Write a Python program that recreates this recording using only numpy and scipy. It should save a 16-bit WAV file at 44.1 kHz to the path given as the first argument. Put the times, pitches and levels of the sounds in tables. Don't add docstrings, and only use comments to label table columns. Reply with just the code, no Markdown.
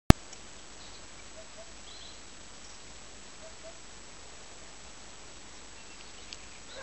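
import sys
import numpy as np
from scipy import signal
from scipy.fft import rfft, irfft
from scipy.io import wavfile

SR = 44100
rng = np.random.default_rng(int(sys.argv[2]) if len(sys.argv) > 2 else 0)


def transcribe(u):
    v = np.clip(np.atleast_2d(u).T, -1, 1)
    q = np.round(v * 32767).astype(np.int16)
    wavfile.write(sys.argv[1], SR, q)


N = 300762
T = np.arange(N) / SR


def undb(db):
    return 10 ** (np.asarray(db) / 20)


def add(track, start, sound):
    i = int(start * SR)
    track[i:i + len(sound)] += sound[:N - i]


def wander(rate, size):
    points = rng.standard_normal(1024)
    return 1.2 * np.interp(np.arange(size) / SR * rate, np.arange(len(points)), points)


def noise(spectrum):
    hz, db = np.transpose(spectrum)
    f = np.maximum(np.fft.rfftfreq(N, 1 / SR), 1)
    gain = undb(np.interp(np.log(f), np.log(hz), db))
    shaped = irfft(rfft(rng.standard_normal(N)) * gain, N)
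    return shaped / shaped.std()


START_S, POP_S = .103, .00203
SAMPLE_HZ, FULL_SCALE_STEPS = 16000, 128
LINE_HZ, FRAME_LINES = 15734, 525
# f/Hz, gain/dB
SMOOTHING = [(7200, 0), (7500, -1), (7700, -4), (7800, -7), (7900, -10.5), (8000, -17), (8140, -25),
             (8260, -26), (8330, -60), (9000, -90)]


def converter(sound, leak_steps, offset_steps):
    t = np.arange(round(N * SAMPLE_HZ / SR)) / SAMPLE_HZ
    leak = leak_steps * np.cos(np.pi * (t * LINE_HZ % FRAME_LINES))
    steps = np.floor(signal.resample(sound, len(t)) * FULL_SCALE_STEPS + leak + offset_steps)
    waking = (t > START_S / 2) & (t < START_S + POP_S)
    spectrum = np.fft.fft(np.where(waking, -1, steps / FULL_SCALE_STEPS))
    bins = np.arange(N // 2 + 1)
    images = spectrum[bins % len(t)]
    smoothing = undb(np.interp(bins * SR / N, *np.transpose(SMOOTHING)))
    return irfft(images * smoothing, N) * N / len(t)


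# f/Hz, level/dB
HUM = [(50, -60), (200, -70.5)]


def mains_hum():
    return sum(np.sqrt(2) * undb(db) * np.sin(2 * np.pi * (hz * T + rng.random())) for hz, db in HUM)


# f/Hz, relative spectral density/dB
AIR_SPECTRUM = [(20, -2), (38, 0), (52, 6), (75, 3.5), (130, -1), (300, 0.5), (450, -1), (800, -3),
                (1500, -5.5), (3000, -9), (7800, -12), (8600, -48.5)]


def air(level_db):
    return noise(AIR_SPECTRUM) * undb(level_db)


# t/s, level/dB
TRAFFIC_SWELL = [(.1, -61.5), (.85, -62), (1.3, -72), (3.8, -68), (4.4, -59.5), (5.3, -62), (5.8, -67),
                 (6.82, -68.5)]
# f/Hz, relative spectral density/dB
TRAFFIC_SPECTRUM = [(60, -8), (240, -6), (350, -0.5), (480, -4), (700, -2), (1200, -8), (3000, -25)]


def traffic():
    return noise(TRAFFIC_SPECTRUM) * undb(np.interp(T, *np.transpose(TRAFFIC_SWELL)))


# t/s, level/dB
TINKS = [(.3278, -40), (.3303, -39.5), (.333, -39)]
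# f/Hz, relative level/dB, T60/s
TINK_MODES = [(727, -12, .06), (2290, -12.5, .045), (3020, -7.5, .02), (5610, 0, .025), (6650, -4, 0.04),
              (7200, -9, .025), (7440, -5, 0.027), (7800, -2.5, .02)]


def tink(crack_db, crack_t60):
    out, t = np.zeros(N), T[:SR // 8]
    for start, level_db in TINKS:
        ring = sum(undb(db - 60 * t / t60) * np.sin(2 * np.pi * (hz * t + rng.random()))
                   for hz, db, t60 in TINK_MODES)
        crack = undb(crack_db - 60 * t / crack_t60) * rng.standard_normal(len(t))
        add(out, start, (ring + crack) * undb(level_db))
    return out


def slur(length, hz, lead_octaves, end_octaves):
    bend = np.polyfit([-1, 0, 1], [lead_octaves, 0, end_octaves], 2)
    return hz * 2 ** np.polyval(bend, np.linspace(-1, 1, int(length * SR)))


def whistle(path_hz, db, waver, flutter_db, swell):
    size = len(path_hz)
    hz = path_hz + waver * np.ptp(path_hz) * wander(700, size)
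    envelope = np.abs(np.sin(np.linspace(0, np.pi, size))) ** swell
    gain = undb(db + flutter_db * wander(150, size))
    return np.sqrt(2) * envelope * gain * np.sin(2 * np.pi * np.cumsum(hz) / SR)


def notes(table, lead_octaves, end_octaves, **voice):
    out = np.zeros(N)
    for start, length, hz, db in table:
        add(out, start, whistle(slur(length, hz, lead_octaves, end_octaves), db, **voice))
    return out


def twitter(from_s, to_s, low_hz, high_hz, db, count, length_s=.02):
    return [(from_s + when * (to_s - from_s), length_s, low_hz + height * (high_hz - low_hz), db)
            for when, height in rng.random((count, 2))]


# t/s, duration/s, f/Hz, relative level/dB
CHIRPS = [(.582, 0.026, 3300, -57.5), (.793, 0.039, 4084, -54), (.93, 0.037, 4186, -52.5),
          (2.640, .014, 5670, -51), (2.692, 0.016, 5500, -52.5), (2.738, 0.02, 5370, -52.5),
          (6.08, .024, 3650, -57.5), (6.138, 0.019, 2700, -56.5), (6.172, .022, 3020, -53.5),
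          (6.214, .024, 3854, -55.5), (6.276, .028, 2450, -51.5), (6.308, .022, 3080, -53.5),
          (6.384, 0.035, 2380, -53.5), (6.424, .022, 2430, -54), (6.514, .026, 2340, -54.5),
          (6.546, .022, 2380, -53.5)]


def sparrows(upper_ratio, upper_db):
    faint = twitter(from_s=5.45, to_s=6.25, low_hz=3474, high_hz=5990, db=-57.5, count=6)
    faint += twitter(from_s=6.1, to_s=6.6, low_hz=2000, high_hz=3200, db=-61, count=9)
    trill = [(.828 + k * .0105, .009, 4040, -53.5) for k in range(5)]
    lower = CHIRPS + trill + faint
    upper = [(start, length, hz * upper_ratio, db + upper_db) for start, length, hz, db in lower]
    return notes(lower + upper, lead_octaves=.24, end_octaves=-.13, waver=.08, flutter_db=2, swell=.55)


# t/s, duration/s, f/Hz, level/dB
PIPS = [(1.186, 0.022, 2317, -53.5), (5.76, 0.093, 2713, -59.5), (5.88, 0.081, 2690, -59),
        (6.044, 0.035, 4360, -58.5), (6.195, 0.031, 4350, -57.5)]


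def songbird():
    return notes(PIPS, lead_octaves=.02, end_octaves=-.0064, waver=.19, flutter_db=2, swell=.5)


# t/s, first note's duration/s, second's delay/s, level/dB, second's gain/dB
HOOTS = [(1.349, .091, .205, -47.8, 0.5), (3.408, .102, .21, -47.5, 2.5)]


def hoopoe(first_hz, second_hz, second_stretch, **voice):
    out = np.zeros(N)
    for start, length, delay, db, second_db in HOOTS:
        first = slur(length, first_hz, lead_octaves=-.15, end_octaves=-.082)
        second = slur(length * second_stretch, second_hz, lead_octaves=-.15, end_octaves=.012)
        add(out, start, whistle(first, db, **voice))
        add(out, start + delay, whistle(second, db + second_db, **voice))
    return out


# t/s, extra duration of the last slur/s, level/dB
WHISTLES = [(1.857, .022, -51.5), (1.998, 0, -50.5)]
# delay/s, duration/s, starting f/Hz, time constant/s, relative level/dB
WHISTLE_SLURS = [(.008, .036, 3020, .055, 0), (.046, .025, 3793, .028, .8), (.08, .033, 3828, .012, 1.3)]


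def starling(top_hz, **voice):
    out = np.zeros(N)
    for start, hold, db in WHISTLES:
        for k, (delay, length, from_hz, rise_s, slur_db) in enumerate(WHISTLE_SLURS):
            is_last = k == len(WHISTLE_SLURS) - 1
            t = T[:int((length + hold * is_last) * SR)]
            hz = top_hz + (from_hz - top_hz) * np.exp(-t / rise_s)
            add(out, start + delay, whistle(hz, db + slur_db, **voice))
    return out


# t/s, level/dB, T60/s, centre of the excitation f/Hz
TICKS = [(6.0094, -31, .007, 2900), (6.3277, -19.5, .0064, 3950), (6.345, -28, .004, 7600)]
# f/Hz, relative level/dB
TICK_MODES = [(2150, -5), (2400, 1), (2680, 2), (3230, -0.5), (3480, -7), (4450, -0.5), (4750, -1.5),
              (5300, -2), (6350, -1.5), (7650, -2)]


def ticks(crack_db, focus_octaves, push_s):
    out, t = np.zeros(N), T[:SR // 8]
    hz, db = np.transpose(TICK_MODES)
    polarity = (-1) ** np.arange(len(hz))
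    for start, level_db, t60, bright_hz in TICKS:
        weight = undb(db) / (1 + (np.log2(hz / bright_hz) / focus_octaves) ** 2)
        ring = (weight * polarity) @ np.sin(2 * np.pi * np.outer(hz, t))
        crack = undb(crack_db) * rng.standard_normal(len(t))
        envelope = np.minimum(t / push_s, 1) * undb(level_db - 60 * t / t60)
        add(out, start, (ring / ring.std() + crack) * envelope)
    return out


# t/s, f/Hz, level/dB, gain of overtones and breath/dB
CROW = [(6.68, 465, -60, -2), (6.725, 490, -54.5, -0.5), (6.752, 500, -50.5, -3),
        (6.772, 518, -40.5, -11.5), (6.787, 529, -41.5, -8), (6.8, 542, -48, 2), (6.82, 526, -47.5, 1.5)]
# harmonic number, relative level/dB
CROW_PARTIALS = [(2, -10), (3, -4), (4, -13.5), (5, -18.5)]
# f/Hz, relative spectral density/dB
CROW_HUSK = [(400, -18.5), (900, -1.5), (1250, -9.5), (2300, -10.5), (4000, -31.5)]


def cockerel(jitter, rasp_db, fundamental_db, second_ratio, second_db, husk_db):
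    times, hz, db, bright_db = np.transpose(CROW)
    t = T[T >= times[0]]
    pitch = np.interp(t, times, hz) * (1 + jitter * wander(400, len(t)))
    phase = 2 * np.pi * np.cumsum(pitch) / SR
    fundamental = undb(fundamental_db) * np.sin(phase)
    second_voice = undb(second_db) * np.sin(second_ratio * phase)
    overtones = sum(undb(level) * np.sin(round(k) * phase) for k, level in CROW_PARTIALS)
    husk = undb(husk_db) * noise(CROW_HUSK)[:len(t)]
    voice = fundamental + second_voice + (overtones + husk) * undb(np.interp(t, times, bright_db))
    envelope = undb(np.interp(t, times, db) + rasp_db * wander(300, len(t)))
    out = np.zeros(N)
    add(out, times[0], np.sqrt(2) * voice * envelope)
    return out


def starling_arch(start_s, length_s, hz, db, upper_ratio, upper_db):
    voices = [(start_s, length_s, hz, db), (start_s, length_s, hz * upper_ratio, db + upper_db)]
    return notes(voices, lead_octaves=-.24, end_octaves=-.2, waver=.076, flutter_db=2, swell=.35)


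def village(sound, echo_s, echo_db, tail_db, t60):
    t = T[:SR]
    tail = rng.standard_normal(SR) * undb(-60 * t / t60) * (t > .008)
    response = tail / np.linalg.norm(tail) * undb(tail_db)
    response[0] += 1
    response[int(echo_s * SR)] += undb(echo_db)
    return signal.fftconvolve(sound, response)[:N]


def scene():
    hoots = hoopoe(first_hz=647, second_hz=655, second_stretch=1.08, waver=.056, flutter_db=0, swell=1.9)
    birds = village(hoots, echo_s=.031, echo_db=-15.5, tail_db=-15.5, t60=.55)
    whistles = starling(top_hz=4174, waver=.13, flutter_db=2.5, swell=.65)
    birds += village(whistles, echo_s=.088, echo_db=-12, tail_db=-2, t60=.5)
    arch = starling_arch(start_s=6.688, length_s=.1, hz=3950, db=-51.5, upper_ratio=1.075, upper_db=-6)
    birds += village(arch, echo_s=.021, echo_db=-12.5, tail_db=-8, t60=.36)
    chirps = sparrows(upper_ratio=1.17, upper_db=-9) * undb(-1.5)
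    pips = songbird()
    birds += village(chirps, echo_s=.025, echo_db=-10.5, tail_db=-4, t60=.4)
    birds += village(pips, echo_s=.025, echo_db=-12, tail_db=-9.5, t60=.36)
    crow = cockerel(jitter=.028, rasp_db=2.5, fundamental_db=-6,
                    second_ratio=1.2, second_db=-11.5, husk_db=-9.5)
    birds += village(crow, echo_s=.03, echo_db=-15, tail_db=-8.5, t60=.43)
    contacts = tink(crack_db=-8, crack_t60=.025) + ticks(crack_db=-25, focus_octaves=.6, push_s=.00064)
    return (birds + contacts + mains_hum() + traffic() + air(level_db=-53.5))[None]


def record(dry):
    sound = converter(dry[0], leak_steps=.52, offset_steps=.06) * (T >= START_S)
    lowpass = signal.ellip(8, .05, 60, 16400, fs=SR, output="sos")
    return signal.sosfiltfilt(lowpass, sound)[None]


dry = scene()
out = record(dry)
transcribe(out)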